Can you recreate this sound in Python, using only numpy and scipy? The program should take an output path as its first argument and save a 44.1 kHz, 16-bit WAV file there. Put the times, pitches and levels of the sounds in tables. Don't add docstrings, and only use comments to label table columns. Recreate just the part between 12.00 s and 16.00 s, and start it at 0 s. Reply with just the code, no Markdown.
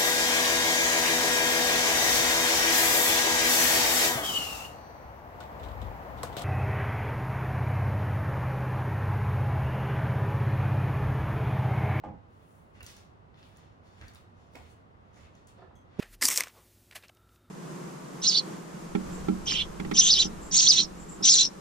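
import sys
import numpy as np
from scipy import signal
from scipy.fft import rfft, irfft
from scipy.io import wavfile

SR = 44100
rng = np.random.default_rng(int(sys.argv[2]) if len(sys.argv) > 2 else 0)


def generate_wav(signal):
    frames = np.transpose(np.atleast_2d(signal))
    scaled = np.clip(frames, -1, 1) * 32767
    pcm = np.round(scaled).astype(np.int16)
    wavfile.write(sys.argv[1], SR, pcm)


N = 176400

# (frequency [Hz], level [dB])
AIR_TONE = [(15, -47), (25, -15), (97, 1.5), (130, -5), (161, -5), (212, -7.5), (249, -9.5), (317, -11.5),
            (575, -15), (624, -15.5), (775, -16.5), (1230, -21), (1700, -28), (2050, -29), (2350, -35),
            (2550, -32.5), (6000, -47), (16000, -64.5)]
# (frequency [Hz], left minus right [dB])
AIR_BALANCE = [(40, -9), (100, -3.5), (200, -4.5), (400, -1.5), (800, 1), (8000, -1)]
# (frequency [Hz], level [dB])
AIR_WIDE_TONE = [(40, -13.5), (100, -18), (200, -12.5), (400, -10.5), (800, -3.5), (1500, -3.5),
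                 (8000, -10.5)]
# (time [s], level [dB], contact time [ms], thud level [dB])
KNOCKS = [(.038, -31, 0.3, -73), (.048, -35.5, 0.45, -45), (.0605, -39, 0.16, -42.5),
          (.086, -40, 0.79, -50.5), (0.136, -52, 0.87, -47.5)]
# (frequency [Hz], level [dB], time to fade 60 dB [s])
CHAIR_NOTES = [(314, -8, 0.076), (528, -11.5, 0.19), (657, -8.5, 0.12), (700, -6.5, .035), (752, 3, 0.041),
               (820, -0.5, 0.069), (968, -16, 0.087), (1218, -14, 0.065), (1740, -27, 0.05),
               (2660, -27, 0.045)]
# (frequency [Hz], level [dB])
CRACK_TONE = [(200, -10), (750, 7.5), (1200, 4), (2700, -8), (3600, -21), (6500, -24.5), (15000, -51.5)]
# (frequency [Hz], level [dB])
FRAME_TONE = [(30, -21), (55, -8), (80, 3), (130, -3.5), (190, 1), (240, -6.5), (310, -12), (450, -15.5),
              (900, -28), (3000, -81)]
# (peak time [s], rise [s], fall [s], level [dB], treble tilt [dB per half octave], boost at [Hz])
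BRUSHES = [(.34, 0.046, .08, -80.5, 4.5, 4470), (.42, 0.035, 0.021, -77, -8, 3000),
           (.55, 0.18, 0.11, -74, 7.5, 8700), (.765, 0.029, 0.064, -68, -2, 2140),
           (.885, 0.041, 0.039, -57, 2.5, 5000), (.98, 0.033, 0.047, -66, 1.5, 5200),
           (1.385, 0.028, 0.029, -67.5, -2.5, 3900), (1.445, 0.033, 0.059, -69.5, -1.5, 3240),
           (1.5, 0.1, 0.064, -75.5, 8, 10000), (1.585, 0.07, 0.1, -70.5, -4, 5960),
           (1.87, 0.036, 0.081, -71.5, 0, 4830), (2.04, 0.087, 0.12, -66.5, -0.5, 1700),
           (2.16, 0.025, 0.028, -69, 6.5, 5200), (2.40, 0.053, 0.18, -77, -1.5, 6460),
           (2.562, 0.035, 0.027, -65, 3.5, 3560), (2.635, 0.04, 0.068, -69.5, 1, 2300),
           (2.715, 0.043, 0.0083, -70, 2.5, 9600), (3.05, 0.051, 0.084, -79, -3.5, 2000),
           (3.19, 0.05, 0.044, -67, -1, 6700), (3.246, 0.029, 0.019, -66, -3, 2480),
           (3.37, 0.057, 0.07, -73.5, -2.5, 6500), (3.488, 0.014, 0.012, -66, 1.5, 9500),
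           (3.6, 0.048, 0.031, -71, -6.5, 4340), (3.98, 0.083, 0.083, -68.5, -6.5, 1000)]
# (frequency [Hz], level [dB])
CLOTH_TONE = [(150, 8.5), (500, -8.5), (1200, 3.5), (2200, 2), (3500, 2), (5000, -2), (7200, -3.5),
              (8600, -8), (10800, -10), (12500, -18), (15500, -15)]
# (time [s], level [dB])
TAPS = [(.7535, -55), (.8078, -44.5), (.815, -52)]
# (frequency [Hz], width [Hz], level [dB])
BACKREST_BANDS = [(1210, 200, -9), (1750, 320, 0), (2190, 300, -4), (2750, 350, -1), (4400, 500, -20)]
# (time [s], thud level [dB], thud delay [s], pat level [dB], sole's note [Hz], left minus right [dB])
STEPS = [(0.804, -52.5, 0.019, -59.5, 2280, -11), (1.563, -61.5, .02, -64, 910, -3),
         (2.015, -46, 0.0018, -55, 1610, -2), (2.552, -52.5, 0.051, -52.5, 870, 5.5),
         (3.165, -54, 0.031, -61, 2240, -6)]
# (frequency [Hz], level [dB])
PAT_TONE = [(100, 1), (220, 8.5), (380, 11.5), (560, 10.5), (1100, 3.5), (2250, -2), (3000, -45),
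            (6000, -34), (15000, -34)]
# (frequency [Hz], level [dB])
FLOOR_TONE = [(20, 2), (40, -14), (70, 1.5), (105, 0), (160, -20), (300, -29), (1000, -57)]
# (time [s], level [dB], fall [s], treble tilt [dB per half octave], boost at [Hz])
TICKS = [(0.806, -56, 0.0037, 4, 2300), (0.8288, -44.5, .0015, 6.5, 12000),
         (0.8314, -45, 0.0014, 4.5, 5300), (0.8448, -51, .001, 6, 7000), (0.8646, -39, 0.0021, 3.5, 6700),
         (0.9673, -45.5, 0.0015, 3, 5800), (1.343, -54.5, .002, -10, 2800), (1.4289, -54, 0.0032, -6, 4330),
         (1.4877, -65, 0.00092, 6, 10000), (1.5632, -55.5, 0.0022, -3, 7060),
         (1.571, -53.5, .0012, 8, 7100), (2.0137, -44, 0.0016, -3, 1800), (2.0224, -47, 0.0033, -12, 1630),
         (2.034, -50.5, 0.005, -20, 1700), (2.082, -49.5, .002, 5.5, 4880), (2.137, -56, .0015, 5, 7000),
         (2.148, -51.5, .0022, 2.5, 9050), (2.1567, -48, 0.0027, -3, 3680), (2.555, -46, 0.0026, 3, 2300),
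         (3.352, -59.5, .0036, -1, 7300), (3.472, -54, 0.0018, 3, 7050)]
# (frequency [Hz], width [Hz], level [dB])
TABLE_BANDS = [(240, 92, 3.5), (537, 103, 3.5), (890, 200, -3.5), (1120, 84, -7), (1460, 62, -0.5),
               (2040, 270, -10), (2220, 76, 0.5), (2520, 160, -7)]
# (peak time [s], rise [s], fall [s], level [dB])
NUDGES = [(3.597, 0.017, 0.035, -56), (3.622, 0.0023, 0.018, -50), (3.712, 0.0027, 0.0086, -57)]
# (frequency [Hz], width [Hz], level [dB])
LEG_BANDS = [(370, 55, 6), (504, 43, 6), (694, 100, 3), (884, 310, -4), (1300, 220, -6.5), (1710, 210, -11),
             (2970, 2200, -35)]
# (time [s], level [dB], fall [s], boost at [Hz])
CLINKS = [(3.755, -67.5, 0.023, 6200), (3.789, -69, .004, 3260), (3.812, -77.5, .012, 6200)]
# (frequency [Hz], width [Hz], level [dB])
CLINK_BANDS = [(2060, 150, -2), (3300, 240, 0), (6240, 330, -6), (7800, 500, -17), (9000, 9100, -20.5)]
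# (frequency [Hz], level [dB], time to fade 60 dB [s])
DRAG_NOTES = [(184.7, 0, 0.072), (409, -9, 0.12), (485, -22, 0.017), (1320, -31, 0.022)]

ROOM_FADE_S, TREBLE_FADE_S, ROOM_GAP_S = 0.46, 0.28, 0.0024
KNOCK_RISE_S = 0.0011
FIBRES_PER_S, FIBRE_SPREAD_DB = 3500, 3
PERSON_LEAD_MS, DRAG_LEAD_MS = 0.183, -0.37
DRAG_START_S, SLIPS_PER_S, DRAG_RISE_S = 3.9875, 199, 0.0067


def gain(db):
    return 10 ** (np.asarray(db) / 20)


def unit(x):
    return x / np.sqrt(np.mean(x ** 2) + 1e-30)


def since(start):
    return np.maximum(np.arange(N) / SR - start, 0)


def freqs():
    return np.maximum(np.arange(N // 2 + 1) * SR / N, 1)


def curve(points):
    hz, db = np.array(points).T
    return gain(np.interp(np.log(freqs()), np.log(hz), db))


def hump(hz, db, octaves):
    return gain(db * np.exp(-(np.log2(freqs() / hz) / octaves) ** 2))


def colour(x, tone, tilt_db=0, boost=1):
    tilt = gain(tilt_db * np.log2(1 + (freqs() / 4500) ** 2))
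    shape = unit(boost * curve(tone) * tilt)
    return irfft(rfft(x) * shape / (1 + (20 / freqs()) ** 4), N)


def passband(x, side, hz):
    return signal.sosfilt(signal.butter(2, hz, side, fs=SR, output="sos"), x)


def noise():
    return rng.standard_normal(N)


def ringing_noise(bands, boost=1):
    f = freqs()
    power = sum((gain(db) / (1 + ((f * f - hz * hz) / (f * width)) ** 2)) ** 2 for hz, width, db in bands)
    return unit(irfft(rfft(noise()) * np.sqrt(power) * boost, N))


def swell(peak, rise, fall):
    early = np.maximum(peak - np.arange(N) / SR, 0)
    return np.exp(-np.minimum((early / rise) ** 2 + since(peak) / fall, 60))


def ring(start, notes, contact_ms=0):
    t = since(start)[:int((start + .8) * SR)]
    out = 0
    for hz, db, fade_s in notes:
        strength = gain(db) / (1 + (hz * contact_ms / 1000) ** 2)
        out = out + strength * np.sin(2 * np.pi * hz * t) * gain(-60 * t / fade_s)
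    return np.pad(out, (0, N - len(out)))


def place(x, echo_db, pan_db=0, lead_ms=0):
    t = np.arange(SR // 2) / SR
    wash = rng.standard_normal((2, len(t)))
    low = passband(wash, "low", 2500) * gain(-60 * t / ROOM_FADE_S)
    high = passband(wash, "high", 2500) * gain(-60 * t / TREBLE_FADE_S)
    tail = unit((low - high) * (t > ROOM_GAP_S)) / np.sqrt(len(t))
    echo = signal.fftconvolve(x[None], tail, axes=1)[:, :N]
    right = irfft(rfft(x) * np.exp(-2j * np.pi * freqs() * lead_ms / 1000), N)
    balance = gain(np.array([[pan_db], [-pan_db]]) / 2)
    return (np.array([x, right]) + gain(echo_db) * echo) * balance


def background():
    centre = gain(-58) * rfft(colour(noise(), AIR_TONE))
    wide = irfft(rfft(colour(noise(), AIR_TONE)) * curve(AIR_WIDE_TONE), N)
    side = gain(-61) * rfft(unit(wide))
    lean = np.sqrt(curve(AIR_BALANCE))
    return irfft(np.array([(centre + side) * lean, (centre - side) / lean]), N)


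def chair_knocks():
    wood = cracks = thuds = 0
    for s, db, contact_ms, thud_db in KNOCKS:
        onset = 1 - np.exp(-since(s) / KNOCK_RISE_S)
        wood = wood + gain(db) * ring(s, CHAIR_NOTES, contact_ms) * onset
        cracks = cracks + gain(db) * swell(s, rise=0.0023, fall=0.01)
        thuds = thuds + gain(thud_db) * swell(s + 0.0062, rise=0.0047, fall=0.026)
    wood = gain(-3.5) * passband(wood, "low", 3000)
    crack = gain(-19) * colour(noise(), CRACK_TONE) * cracks
    frame = colour(noise(), FRAME_TONE) * thuds
    return place(wood + crack, echo_db=-2, pan_db=-1) + place(frame, echo_db=-11, pan_db=-4)


def brushes():
    out = 0
    for s, rise, fall, db, tilt_db, hz in BRUSHES:
        clicks = noise() * (rng.random(N) < FIBRES_PER_S / SR)
        sizes = gain(FIBRE_SPREAD_DB * np.minimum(rng.exponential(size=N), 5))
        stroke = unit(clicks * sizes) * swell(s, rise, fall)
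        out = out + gain(db) * colour(stroke, CLOTH_TONE, tilt_db, hump(hz, db=4, octaves=0.48))
    return place(gain(-1) * out, echo_db=4.5, lead_ms=PERSON_LEAD_MS)


def finger_taps():
    touches = sum(gain(db) * swell(s, rise=.0007, fall=.0025) for s, db in TAPS)
    return place(ringing_noise(BACKREST_BANDS) * touches, echo_db=-7, lead_ms=PERSON_LEAD_MS)


def footsteps():
    pats = weight = 0
    for s, thud_db, delay, pat_db, hz, pan_db in STEPS:
        sole = colour(noise(), PAT_TONE, boost=hump(hz, db=9, octaves=0.45))
        pat = gain(pat_db) * sole * swell(s + 0.0033, rise=0.002, fall=0.027)
        pats = pats + place(pat, echo_db=-1.5, pan_db=pan_db)
        weight = weight + gain(thud_db) * swell(s + delay, rise=0.01, fall=0.066)
    thuds = colour(noise(), FLOOR_TONE) * weight
    return pats + place(thuds, echo_db=-16.5, pan_db=-3.5)


def ticks():
    out = 0
    for s, db, fall, tilt_db, hz in TICKS:
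        burst = noise() * swell(s, rise=0.00041, fall=fall)
        out = out + gain(db) * colour(burst, CLOTH_TONE, tilt_db, hump(hz, db=7.5, octaves=0.62))
    return place(out, echo_db=-2, pan_db=1, lead_ms=PERSON_LEAD_MS)


def hand_on_table():
    touch = gain(-47.5) * swell(peak=2.554, rise=.003, fall=.015)
    return place(ringing_noise(TABLE_BANDS) * touch, echo_db=-5, pan_db=-9)


def chair_nudges():
    pushes = sum(gain(db) * swell(s, rise, fall) for s, rise, fall, db in NUDGES)
    return place(ringing_noise(LEG_BANDS) * pushes, echo_db=-4.5, pan_db=-5)


def clinks():
    out = 0
    for s, db, fall, hz in CLINKS:
        tinkle = ringing_noise(CLINK_BANDS, hump(hz, db=5.5, octaves=.35))
        out = out + gain(db) * tinkle * swell(s, rise=0.0018, fall=fall)
    return place(out, echo_db=-3, pan_db=-1)


def chair_drag():
    slips = np.arange(DRAG_START_S, N / SR, 1 / SLIPS_PER_S)
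    judder = sum(min(0.13 + (s - DRAG_START_S) / DRAG_RISE_S, 1) * ring(s, DRAG_NOTES) for s in slips)
    judder = gain(-19) * passband(judder, "high", 110)
    onset = np.minimum(since(DRAG_START_S) / DRAG_RISE_S, 1)
    grit = gain(-49) * colour(noise(), CLOTH_TONE, tilt_db=-1) * onset
    return place(judder, echo_db=-24, pan_db=-7, lead_ms=DRAG_LEAD_MS) + place(grit, echo_db=1)


def scene():
    return (background() + chair_knocks() + brushes() + finger_taps() + footsteps() + ticks()
            + hand_on_table() + chair_nudges() + clinks() + chair_drag())


def record(dry):
    return signal.sosfilt(signal.ellip(8, .2, 70, 15800, fs=SR, output="sos"), dry)


dry = scene()
out = record(dry)
generate_wav(out)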